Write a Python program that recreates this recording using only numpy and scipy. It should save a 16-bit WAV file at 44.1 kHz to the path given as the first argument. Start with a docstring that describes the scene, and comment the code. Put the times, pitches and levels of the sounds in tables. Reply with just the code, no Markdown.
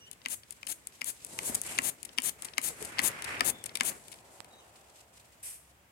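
"""In an aviary, a parrot on its perch is misted from a trigger bottle, close on the left of the microphones.
Far birds whistle first. Ten squeezes follow in four seconds: the plastic trigger snaps, the nozzle hisses,
mist lands on feathers and mesh, the spring ticks back. Meanwhile feet scuff, sleeves swish, water glugs.
Then a distant dull rush peaks, a finger taps by the right microphone and the birds call again.
A last, softer hiss comes from further right, over quiet outdoor air."""
import sys
import numpy as np
from scipy import signal
from scipy.fft import rfft, irfft
from scipy.io import wavfile
from scipy.ndimage import uniform_filter1d

SR = 44100
rng = np.random.default_rng(int(sys.argv[2]) if len(sys.argv) > 2 else 0)


def persist_wave(psi):
    """Save psi, clipped to +-1, as 16-bit WAV."""
    counts = np.round(np.clip(psi, -1, 1) * 32767).astype(np.int16)
    wavfile.write(sys.argv[1], SR, np.atleast_2d(counts).T)


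N = 260631
T = np.arange(N) / SR
MIC_DELAY_S = 20 / SR  # travel time from the left microphone to the right

# Trigger snaps, close left. Each row: time in seconds, crack in dB, crack pitch in Hz, clack in dB,
# clack pitch in Hz, thud in dB, pan in dB (throughout, a positive pan favours the left microphone).
TRIGGER_SNAPS = [(0.2601, -34.5, 5130, -24.5, 2450, -35.5, 9), (0.6308, -43.5, 5250, -36, 2920, -47, 12),
                 (1.017, -32, 5200, -27.5, 2400, -38, 11), (1.3897, -28.5, 7300, -30.5, 2500, -33.5, 7),
                 (1.7877, -23, 7000, -18, 2290, -25.5, 5.5), (2.185, -25, 4320, -19, 2880, -31.5, 12),
                 (2.5817, -21, 4680, -21.5, 2340, -26.5, 12), (2.9922, -23, 4200, -18.5, 2430, -26, 12),
                 (3.408, -22.5, 5000, -17, 2340, -22.5, 11), (3.8089, -22, 7440, -18, 2150, -25, 12)]
# Squirts. Each row: valve opening in seconds, length in seconds, then hiss, valve tick and landing in dB.
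NOZZLE_SQUIRTS = [(0.285, 0.058, -31.5, -34, -41), (0.668, 0.058, -31, -32.5, -44),
                  (1.044, 0.062, -31.5, -29, -42), (1.432, 0.067, -33, -35, -35),
                  (1.8194, 0.077, -27, -34, -40), (2.22, 0.075, -26.5, -32.5, -41),
                  (2.6156, 0.072, -28, -34, -40), (3.0176, 0.066, -22.5, -32, -43.5),
                  (3.435, 0.067, -23.5, -48, -62), (3.834, 0.064, -26.5, -31, -38.5)]
# Slack taken up just before most snaps. Each row: time in seconds, tick in dB, lower ring in dB.
SLACK_TICKS = [(0.251, -63, -41.5), (1.0104, -49, -39), (1.7788, -42, -30), (2.1773, -41, -33),
               (2.5724, -65, -40), (2.984, -44, -25.5), (3.395, -46, -37.5), (3.7995, -39, -33)]
# Trigger releases. Each row: time in seconds, tick in dB, lower ring in dB,
# wait until the spring chatters in seconds, chatter in dB.
SPRING_RELEASES = [(0.1135, -35, -48, 0.016, -46.5), (0.5076, -32, -47, 0.015, -43),
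                   (0.8713, -30.5, -47.5, 0.016, -76), (1.2477, -31.5, -49.5, 0.017, -46),
                   (1.616, -25, -50, .0196, -42), (2.03, -33, -44, 0.02, -36),
                   (2.422, -31, -41.5, 0.025, -33), (2.8256, -32, -41.5, .0233, -35),
                   (3.2219, -33, -37, 0.021, -35), (3.6399, -31, -41.5, 0.019, -32),
                   (4.0821, -42.5, -48, 0.035, -42.5)]
# Stray plastic and grit. Each row: time in seconds, tick in dB, lower ring in dB, pan in dB.
STRAY_CLICKS = [(0.216, -76, -50.5, 9), (0.433, -55, -47.5, 4), (0.6705, -35, -33.5, 10),
                (0.922, -65, -55, 10), (1.546, -25, -49, 5), (1.55, -19.5, -37, 21), (1.5542, -22, -40, -2),
                (1.635, -42, -47, 13), (1.6643, -34, -52, -5), (2.091, -57, -43.5, 7),
                (2.2014, -37, -44, 14), (2.4844, -59, -42, 6), (2.535, -55, -41, 14),
                (2.9992, -34, -31.5, 15), (3.1155, -44.5, -44, 10), (3.692, -53, -40.5, 7),
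                (3.7542, -26.5, -27, 17), (3.7575, -35, -36, 7), (3.7716, -31, -36, 13),
                (4.128, -47, -44.5, 3), (4.1405, -47, -47.5, 3), (4.187, -68, -52, 9),
                (4.4453, -48, -51.5, 6), (4.757, -69, -56, 4), (4.994, -59, -56, -4)]
# What rings on in trigger and bottle. Each row: pitch in Hz, level in dB, seconds to fall by 60 dB.
BOTTLE_MODES = [(257, -15.5, 0.068), (1026, -17, 0.055), (1250, -17, 0.035), (1850, -10.5, 0.029),
                (2300, -15, 0.012), (2750, -12.5, 0.015), (4900, -14, 0.014)]
# Water in the bottle. Each row: start and length in seconds, first and last pitch in Hz, level in dB.
WATER_GLUGS = [(1.496, 0.011, 290, 224, -34.5), (2.703, 0.041, 472, 414, -51.5),
               (2.813, 0.038, 464, 387, -41)]
# Shoes and clothes along the cage. Each row: time of full strength, hold and rise in seconds,
# then the low, middle and high band in dB.
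SCUFF_STROKES = [(1.333, 0.096, 0.058, -55.5, -65, -50), (1.484, 0.077, 0.069, -48, -51.5, -47.5),
                 (1.564, 0.004, 0.004, -62, -58, -44.5), (1.664, 0.071, 0.016, -56, -49.5, -42.5),
                 (1.783, 0.11, 0.063, -51.5, -55.5, -53), (2.428, 0.032, 0.022, -90, -55.5, -53),
                 (2.694, 0.0127, 0.043, -53, -58.5, -44), (2.818, 0.056, 0.025, -53, -64, -48),
                 (3.017, 0.45, 0.17, -56.5, -44.5, -58.5), (3.043, 0.015, 0.025, -46.5, -53.5, -64),
                 (3.277, 0.043, 0.016, -61.5, -45.5, -54), (3.477, 0.016, 0.078, -45, -59, -74),
                 (3.847, 0.071, 0.055, -50.5, -49, -52.5), (3.96, 0.23, 0.03, -68.5, -80.5, -60.5),
                 (4.32, 0.039, 0.018, -78, -82, -61.5)]
# Sleeves. Each row: start and length in seconds, first and last band centre in Hz, level in dB.
SLEEVE_SWISHES = [(1.644, 0.15, 2824, 2486, -46.5), (3.229, .19, 1947, 2300, -42)]
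# Far birds. Each row: start and length in seconds, first and last pitch in Hz, arch as a share of
# the pitch, level in dB, rasp as a share of the pitch, octave in dB, echo tail in dB.
BIRD_WHISTLES = [(0.004, 0.059, 2925, 2900, -0.015, -60.5, 0.004, 2, -10),
                 (0.062, 0.032, 2920, 2990, 0.013, -56.5, .004, -20, -9),
                 (3.505, 0.125, 3380, 3400, 0.043, -59, 0.018, -12, -3),
                 (4.494, 0.12, 3720, 3830, 0.0052, -66, 0.022, -25, -3),
                 (4.545, 0.075, 6120, 6300, 0.001, -72, .006, -28, 2),
                 (4.6, 0.05, 3090, 2830, -0.0049, -67, 0.025, -22, -3)]

# Levels over time. Each row: time in seconds, level in dB.
RUSTLE_LEVEL = [(0, -70.5), (.95, -67.5), (3.7, -58), (4.25, -68), (5.8, -83.5)]  # soft clothes between the scuffs
CRINKLE_LEVEL = [(0, -68.5), (.85, -64), (.98, -62), (1.25, -55.5), (1.98, -64.5), (3.9, -63), (4.5, -65.5),
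                 (4.85, -64), (4.92, -65), (4.99, -59.5), (5.11, -69), (5.15, -61), (5.38, -71),
                 (5.7, -69.5), (5.85, -82)]  # dry cloth above that
FAR_HISS_LEVEL = [(5.426, -66), (5.431, -43), (5.47, -40.5), (5.51, -43.5), (5.55, -47.5), (5.59, -57),
                  (5.8, -86)]  # the last hiss, further right

# Spectra of the sources. Each row: frequency in Hz, relative level in dB.
CRACK_SPECTRUM = [(1000, -31), (2500, 5), (3400, -4.5), (4300, -3.5), (7500, -2.5), (11000, -3.5),
                  (13500, -17), (16000, -20)]  # the trigger slipping
CLACK_SPECTRUM = [(300, -57), (1000, -28.5), (1500, -11.5), (1850, 4), (2300, -0.5), (2700, -3),
                  (3300, -12.5), (4500, -18), (7000, -28.5)]  # the trigger landing
CLACK_HZ = 2280  # pitch of that spectrum before the grip shifts it
THUD_SPECTRUM = [(100, -32), (450, -14), (900, -1), (1280, 0.5), (1600, -2.5), (3000, -43.5)]  # the dull part of the landing
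MIST_SPECTRUM = [(1500, -43.5), (4000, -18), (5950, -12), (6350, -4.5), (7800, -3), (9300, 0.5),
                 (11500, -2.5), (13500, -10), (16000, -15.5)]  # fine spray, close up
RUSH_SPECTRUM = [(30, -20.5), (100, -1), (400, 3.5), (1000, 3), (2200, 2), (3300, 7), (6000, -5),
                 (12000, -38)]  # the nozzle's broad rush under the spray
TICK_SPECTRUM = [(1500, -41.5), (3500, -12), (5500, -2.5), (7000, 9), (10200, 13.5), (12500, 0.5),
                 (16000, -7)]  # a bright slip of plastic
TICK_RING_SPECTRUM = [(100, -25), (300, -6.5), (1500, -8.5), (2300, 3), (3500, 3.5), (4400, -0.5),
                      (5500, 1.5), (9000, -41)]  # the lower ring after it
SCUFF_LOW_SPECTRUM = [(40, -8), (90, -0.5), (230, -0.5), (550, -1.5), (1000, -5), (1600, -24), (4000, -63)]  # soles and clothes: low rub
SCUFF_MID_SPECTRUM = [(300, -13), (800, -3.5), (1400, 2), (2100, 3.5), (2700, -2), (3600, -12),
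                      (6000, -15.5), (12000, -52.5)]  # their scrape
SCUFF_HIGH_SPECTRUM = [(2000, -26.5), (4000, -14), (5700, -13.5), (7000, -8.5), (9000, -4.5), (12000, -11),
                       (14000, -23.5), (16000, -33.5)]  # their hiss
CRINKLE_SPECTRUM = [(1200, -14), (2600, -0.5), (5500, -2), (9000, 1), (12500, -4), (16000, -29)]  # dry cloth
KNOCK_SPECTRUM = [(80, -18), (200, -11), (500, -10), (900, -3), (1700, -11), (4800, -12), (6200, -23),
                  (13000, -42)]  # a fingertip on the camera body
FAR_MIST_SPECTRUM = [(500, -21), (1300, -17), (2300, -8.5), (4000, -15.5), (5700, -8.5), (6900, -10),
                     (8200, -0.5), (9700, 3.5), (12000, -2), (13500, -9), (16000, -20.5)]  # spray at a distance
TRAFFIC_SPECTRUM = [(250, -17), (700, -4), (6000, -40)]  # the dull, far rush
AIR_SPECTRUM = [(25, -33), (50, -13), (65, 9), (82, -1), (102, 4.5), (170, -3), (420, -8), (720, -13),
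                (1100, -9), (1700, -8.5), (2800, -11), (4200, -19), (16000, -17)]  # outdoor air

# The aviary's echo. Each row: frequency in Hz, seconds to fall by 60 dB.
AVIARY_DECAY = [(150, 1), (1000, 0.27), (3000, 0.24), (9000, 0.11), (16000, 0.3)]
# The camera body shades the right microphone from the nozzle. Each row: frequency in Hz, loss in dB.
RIGHT_MIC_SHADOW = [(60, 15), (200, 4.5), (400, 16), (1300, 7.5), (2400, 6), (4400, 14), (8000, 27),
                    (15000, 30)]
# Colour of the right microphone's port. Each row: frequency in Hz, gain in dB.
RIGHT_MIC_COLOUR = [(4000, 0), (6500, 0.5), (8000, 4.5), (9500, -3.5), (11000, -9), (13000, -3),
                    (16000, -9)]


def trigger(slip_s=0.00056, clack_delay_s=0.0002, bounce_s=0.001342, bounce_db=-9,
            thud_delay_s=0.00054, ring_delay_s=0.001215, detune=0.044, ring_growth=0.42):
    """Close left, the trigger slips with a crack, lands with a clack, bounce and thud; the bottle rings."""
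    out = np.zeros((2, N))
    mode_hz, mode_db, t60 = np.transpose(BOTTLE_MODES)[:, :, None]
    t = np.arange(4096) / SR
    hardest_db = max(row[3] for row in TRIGGER_SNAPS)
    for s, crack_db, crack_hz, clack_db, clack_hz, thud_db, pan in TRIGGER_SNAPS:
        crack, lead = burst(CRACK_SPECTRUM, decay_s=0.00031)
        lever_ring = signal.lfilter(*signal.iirpeak(crack_hz, Q=7, fs=SR), crack)  # tuned by the grip
        add(out, s - lead - slip_s, amp(crack_db) * from_left(crack + amp(2) * lever_ring, pan + 3))
        # Long waves bend round to the far microphone, so the lower parts are panned less.
        clack = click(CLACK_SPECTRUM, clack_hz / CLACK_HZ)
        add(out, s + clack_delay_s, amp(clack_db) * from_left(clack, 0.81 * pan))
        bounce = click(CLACK_SPECTRUM, clack_hz / CLACK_HZ)
        add(out, s + clack_delay_s + bounce_s, amp(clack_db + bounce_db) * from_left(bounce, pan))
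        add(out, s + thud_delay_s, amp(thud_db) * from_left(click(THUD_SPECTRUM), 0.58 * pan))
        cycles = mode_hz * (1 + detune * rng.standard_normal(mode_hz.shape)) * t
        modes = amp(mode_db - 60 * t / t60) * (1 - np.exp(-2 * cycles)) * np.sin(2 * np.pi * cycles)
        ring_db = clack_db + ring_growth * (clack_db - hardest_db)  # soft squeezes barely ring it
        add(out, s + ring_delay_s, amp(ring_db) * from_left(modes.sum(0), 0.44 * pan))
    return out


def nozzle(rush_db=-13, rise_s=0.019, fall_s=0.0046, spit_db=1.0, spits_per_s=900):
    """Pressure builds with each squeeze and drops as the stroke ends; the mist sputters as it breaks up."""
    pressure = np.zeros(N)
    for start, length, db, *_ in NOZZLE_SQUIRTS:
        build = 1 - np.exp(-(np.maximum(T - start, 0) / rise_s) ** 2)
        drop = np.exp(-np.maximum(T - start - length, 0) / fall_s)
        pressure += amp(db) * build * drop
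    sputter = rng.standard_normal(N) * amp(spit_db * flutter(spits_per_s))
    mist = unit(colour(sputter, MIST_SPECTRUM))
    rush = unit(colour(rng.standard_normal(N), RUSH_SPECTRUM))
    left = pressure * (mist + amp(rush_db) * rush)
    shadow = [(hz, -loss_db) for hz, loss_db in RIGHT_MIC_SHADOW]
    right = colour(np.roll(left, round(MIC_DELAY_S * SR)), shadow)
    return np.array([left, right])


def spring(pan_db=14, slips=3, slip_gap_share=0.12, slip_loss_db=1, ring_share=0.61):
    """Spring, valve and piston stick and slip, amid stray clicks; a slow release spreads the chatter."""
    out = np.zeros((2, N))
    for s, tick_db, ring_db in SLACK_TICKS:
        add_tick(out, s, tick_db, ring_db, pan_db=11)
    for s, _, _, valve_db, _ in NOZZLE_SQUIRTS:
        add_tick(out, s, valve_db, ring_db=-45, pan_db=pan_db)
    for s, tick_db, ring_db, wait, chatter_db in SPRING_RELEASES:
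        add_tick(out, s, tick_db, ring_db, pan_db)
        for k in range(slips):
            slip_db = chatter_db - k * slip_loss_db
            slip_ring_db = ring_db + ring_share * (slip_db - tick_db)
            add_tick(out, s + wait * (1 + k * slip_gap_share), slip_db, slip_ring_db, pan_db)
    for row in STRAY_CLICKS:
        add_tick(out, *row)
    return out


def add_tick(out, s, tick_db, ring_db, pan_db, ring_delay_s=0.00027):
    """One slip of plastic: a bright tick and a lower ring."""
    tick, lead = burst(TICK_SPECTRUM, decay_s=0.00038)
    add(out, s - lead, amp(tick_db) * from_left(tick, pan_db))
    ring, lead = burst(TICK_RING_SPECTRUM, decay_s=0.0013)
    add(out, s - lead + ring_delay_s, amp(ring_db) * from_left(ring, pan_db))


def mist_landing(flight_s=0.024, hold_s=0.024, rise_s=0.0086, fall_s=0.032):
    """Each puff crosses to the perch and lands on feathers and mesh a moment later."""
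    puffs = sum(amp(db) * stroke(s + flight_s, hold_s, rise_s, fall_s) for s, *_, db in NOZZLE_SQUIRTS)
    return puffs * diffuse(MIST_SPECTRUM)


def glugs():
    """Water shifts in the bottle with short, hollow, falling notes."""
    out = np.zeros((2, N))
    for s, length, start_hz, end_hz, db in WATER_GLUGS:
        progress, tone = glide(length, start_hz, end_hz, waver=0.06)
        swell = np.sqrt(progress) * (1 - progress) ** 2
        add(out, s, from_left(amp(db) * tone * swell / swell.max(), pan_db=2.4))
    return out


def scuffs(fall_s=0.031, grit_db=1.6, grit_per_s=120, pan_db=(4, -1, 3), rustle_db=(0, -1, -12)):
    """Along the cage, soles and clothes rub in uneven, gritty strokes over a faint rustle."""
    strokes = sum(amp(band_db)[:, None] * stroke(s, hold, rise, fall_s)
                  for s, hold, rise, *band_db in SCUFF_STROKES)
    rustle = amp(np.interp(T, *np.transpose(RUSTLE_LEVEL)))
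    grit = grit_db * flutter(grit_per_s)
    bands = (SCUFF_LOW_SPECTRUM, SCUFF_MID_SPECTRUM, SCUFF_HIGH_SPECTRUM)
    out = np.zeros((2, N))
    for rub, spectrum, pan, db in zip(strokes, bands, pan_db, rustle_db):
        level = np.hypot(rub, amp(db) * rustle)
        sides_db = np.array([[pan], [-pan]]) / 2
        out += diffuse(spectrum) * level * amp(grit + sides_db)
    return out


def swishes(width_hz=950, grit_db=3.0, grit_per_s=120):
    """Sleeves slide against the body: a gritty band of noise whose pitch follows the speed of the arm."""
    out = np.zeros((2, N))
    lowpass = signal.butter(2, width_hz / 2, fs=SR)
    for s, length, start_hz, end_hz, db in SLEEVE_SWISHES:
        progress, centre_tone = glide(length, start_hz, end_hz, waver=0)
        fibres = unit(signal.lfilter(*lowpass, rng.standard_normal((2, len(progress)))))
        level = amp(db + grit_db * flutter(grit_per_s)[:len(progress)])
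        add(out, s, level * np.sin(np.pi * progress) * centre_tone * fibres)
    return out


def crinkling(grain_db=2.5, grains_per_s=150, fold_db=2, folds_per_s=30):
    """Cloth crinkles lightly, in small grains that bunch up fold by fold."""
    cloth = diffuse(CRINKLE_SPECTRUM)
    level_db = np.interp(T, *np.transpose(CRINKLE_LEVEL))
    return cloth * amp(level_db + grain_db * flutter(grains_per_s) + fold_db * flutter(folds_per_s))


def finger_tap(s=4.4041, knock_db=-37, nail_db=-42, nail_lead_s=0.00097, pan_db=-18):
    """Handling noise: a fingernail, then the fingertip, taps the camera beside its right microphone."""
    out = np.zeros((2, N))
    add(out, s - nail_lead_s, amp(nail_db) * from_left(click(TICK_SPECTRUM), pan_db))
    add(out, s, amp(knock_db) * from_left(click(KNOCK_SPECTRUM, ripple_db=0), pan_db))
    return out


def far_hiss(right_db=7.0, direct_db=-7):
    """A softer, longer hiss further right, reaching the microphones mostly by way of the walls."""
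    mist = unit(colour(rng.standard_normal(N), FAR_MIST_SPECTRUM))
    direct = from_left(mist, right_db)[::-1]  # mirrored to the right
    level = amp(np.interp(T, *np.transpose(FAR_HISS_LEVEL), left=-120))
    return level * (diffuse(FAR_MIST_SPECTRUM) + amp(direct_db) * direct)


def birds(flutter_db=1, flutter_db_per_rasp=130):
    """Small birds far off: thin, raspy whistles with an octave, the farther ones blurred by echo."""
    out = np.zeros((2, N))
    for s, length, start_hz, end_hz, arch, db, rasp, octave_db, echo_db in BIRD_WHISTLES:
        progress, tone = glide(length, start_hz, end_hz, rasp, arch)
        octave = amp(octave_db) * (tone ** 2 - 1)
        tremble = amp((flutter_db + flutter_db_per_rasp * rasp) * flutter(per_s=130)[:len(tone)])
        swell = np.sqrt(4 * progress * (1 - progress))
        call = amp(db) * from_left((tone + octave) * tremble * swell, pan_db=0)
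        add(out, s, call)
        add(out, s, aviary_echo(call, tail_db=echo_db))
    return out


def aviary_echo(x, early_db=-16, early_s=0.0042, tail_db=-20, early_right_db=-7, tail_right_db=-2):
    """Echo of the left channel: hand, bottle and mesh scatter it at once; the walls add a faint tail."""
    t = np.arange(SR // 2) / SR
    taps = rng.standard_normal((2, len(t))) * (rng.random((2, len(t))) < .15)  # sparse reflections
    early = taps * np.exp(-t / early_s) * (t > .0012)
    hz, when, late = signal.stft(taps * (t > .008), SR, nperseg=256)
    decay = amp(-60 * when / value_at(AVIARY_DECAY, hz)[:, None])
    tail = signal.istft(late * decay, SR)[1][:, :len(t)]
    response = amp(early_db) * unit(early) * amp([[0], [early_right_db]])
    response += amp(tail_db) * unit(tail) * amp([[0], [tail_right_db]])
    return signal.fftconvolve(x[:1], response / np.sqrt(len(t)), axes=1)[:, :N]


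def traffic(peak_s=4.3, hold_s=0.23, rise_s=0.39, fall_s=1.0, db=-60):
    """A dull, distant rush swells and passes, like a car on a far road."""
    return amp(db) * stroke(peak_s, hold_s, rise_s, fall_s) * diffuse(TRAFFIC_SPECTRUM)


def outdoor_air(db=-64, waver_db=0.7):
    """Quiet air all round the aviary swells and sinks a little."""
    return amp(db + waver_db * flutter(per_s=9)) * diffuse(AIR_SPECTRUM)


def amp(db):
    """Decibels to gain."""
    return 10 ** (np.asarray(db) / 20)


def unit(x):
    """Scales to rms 1."""
    return x / np.sqrt(np.mean(x ** 2) + 1e-20)


def value_at(points, hz):
    """Interpolates a table on a log-frequency axis."""
    knots_hz, value = np.transpose(points)
    return np.interp(np.log(hz + 1), np.log(knots_hz), value)


def add(mix, s, sound):
    """Mixes a stereo sound in at s seconds."""
    part = mix[:, max(round(s * SR), 0):][:, :sound.shape[1]]
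    part += sound[:, :part.shape[1]]


def colour(x, spectrum):
    """Filters x by a spectrum."""
    count = x.shape[-1]
    return irfft(rfft(x) * amp(value_at(spectrum, np.fft.rfftfreq(count, 1 / SR))), count)


def from_left(x, pan_db):
    """Sound reaches the left microphone first; pan_db sets left over right at constant power."""
    pair = np.array([x * amp(pan_db / 2), np.roll(x, round(MIC_DELAY_S * SR)) * amp(-pan_db / 2)])
    return pair / np.sqrt(np.cosh(pan_db * np.log(10) / 20))


def diffuse(spectrum):
    """Noise from all sides: alike in both microphones only for long waves."""
    left, other = rfft(rng.standard_normal((2, N)))
    coherence = .9 * np.sinc(2 * np.fft.rfftfreq(N, 1 / SR) * MIC_DELAY_S)
    right = coherence * left + np.sqrt(1 - coherence ** 2) * other
    return unit(colour(irfft([left, right], N), spectrum))


def flutter(per_s):
    """A random curve of rms 1 through per_s points a second."""
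    knots = np.arange(0, N / SR + 1, 1 / max(per_s, 1))
    return unit(np.interp(T, knots, rng.standard_normal(len(knots))))


def stroke(peak_s, hold_s, rise_s, fall_s):
    """An envelope that swells up to peak_s, holds and dies away."""
    return np.exp(np.minimum(T - peak_s, 0) / rise_s - np.maximum(T - peak_s - hold_s, 0) / fall_s)


def glide(length_s, start_hz, end_hz, waver, arch=0):
    """Gives the progress 0-1 and a wavering tone that slides between two pitches."""
    progress = np.linspace(0, 1, round(length_s * SR))
    bend = 1 + arch * np.sin(np.pi * progress) + waver * flutter(per_s=406)[:len(progress)]
    hz = (start_hz + (end_hz - start_hz) * progress) * bend
    return progress, np.sqrt(2) * np.sin(2 * np.pi * np.cumsum(hz) / SR)


def burst(spectrum, decay_s, size=2048, lead=128):
    """Gives a tiny coloured crack with the energy of 2 ms at level 1, and its lead-in in seconds."""
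    t = np.maximum(np.arange(size) - lead, 0) / SR
    bins = rfft(rng.standard_normal(size) * t * np.exp(-t / decay_s))
    bins /= np.sqrt(uniform_filter1d(abs(bins) ** 2, size=85))  # flat overall, narrow peaks remain
    crack = colour(irfft(bins), spectrum)
    return crack / np.linalg.norm(crack) * np.sqrt(SR / 500), lead / SR


def click(spectrum, shift=1, ripple_db=4.0, size=2048):
    """One clean blow through a body with this spectrum, shifted in pitch; energy of 2 ms at level 1."""
    hz = abs(np.fft.fftfreq(size, 1 / SR))
    knots = np.geomspace(100, SR / 2, 48)
    ripple = ripple_db * np.interp(hz, knots, rng.standard_normal(len(knots)))
    gain = amp(value_at(spectrum, hz / shift) + ripple)
    minimum_phase = np.exp(np.conj(signal.hilbert(np.log(gain))))
    blow = np.fft.ifft(minimum_phase).real
    return blow / np.linalg.norm(blow) * np.sqrt(SR / 500)


def scene():
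    """From beside the cage: bottle and birds with their echo, movement nearby, the outdoors behind."""
    direct = trigger() + spring() + nozzle() + glugs() + birds()
    air = outdoor_air()
    return (direct + aviary_echo(direct) + mist_landing() + scuffs() + swishes() + crinkling()
            + far_hiss() + finger_tap() + traffic() + air)


def record(dry, low_cut_hz=45, high_cut_hz=15950):
    """The microphone pair: the right port colours its side, then both lose rumble and the very top."""
    mics = np.array([dry[0], colour(dry[1], RIGHT_MIC_COLOUR)])
    mics = signal.sosfilt(signal.butter(3, low_cut_hz, "high", fs=SR, output="sos"), mics)
    high_cut = signal.firwin(511, high_cut_hz, window=("kaiser", 9), fs=SR)
    return signal.oaconvolve(mics, high_cut[None], "same")


dry = scene()
out = record(dry)
persist_wave(out)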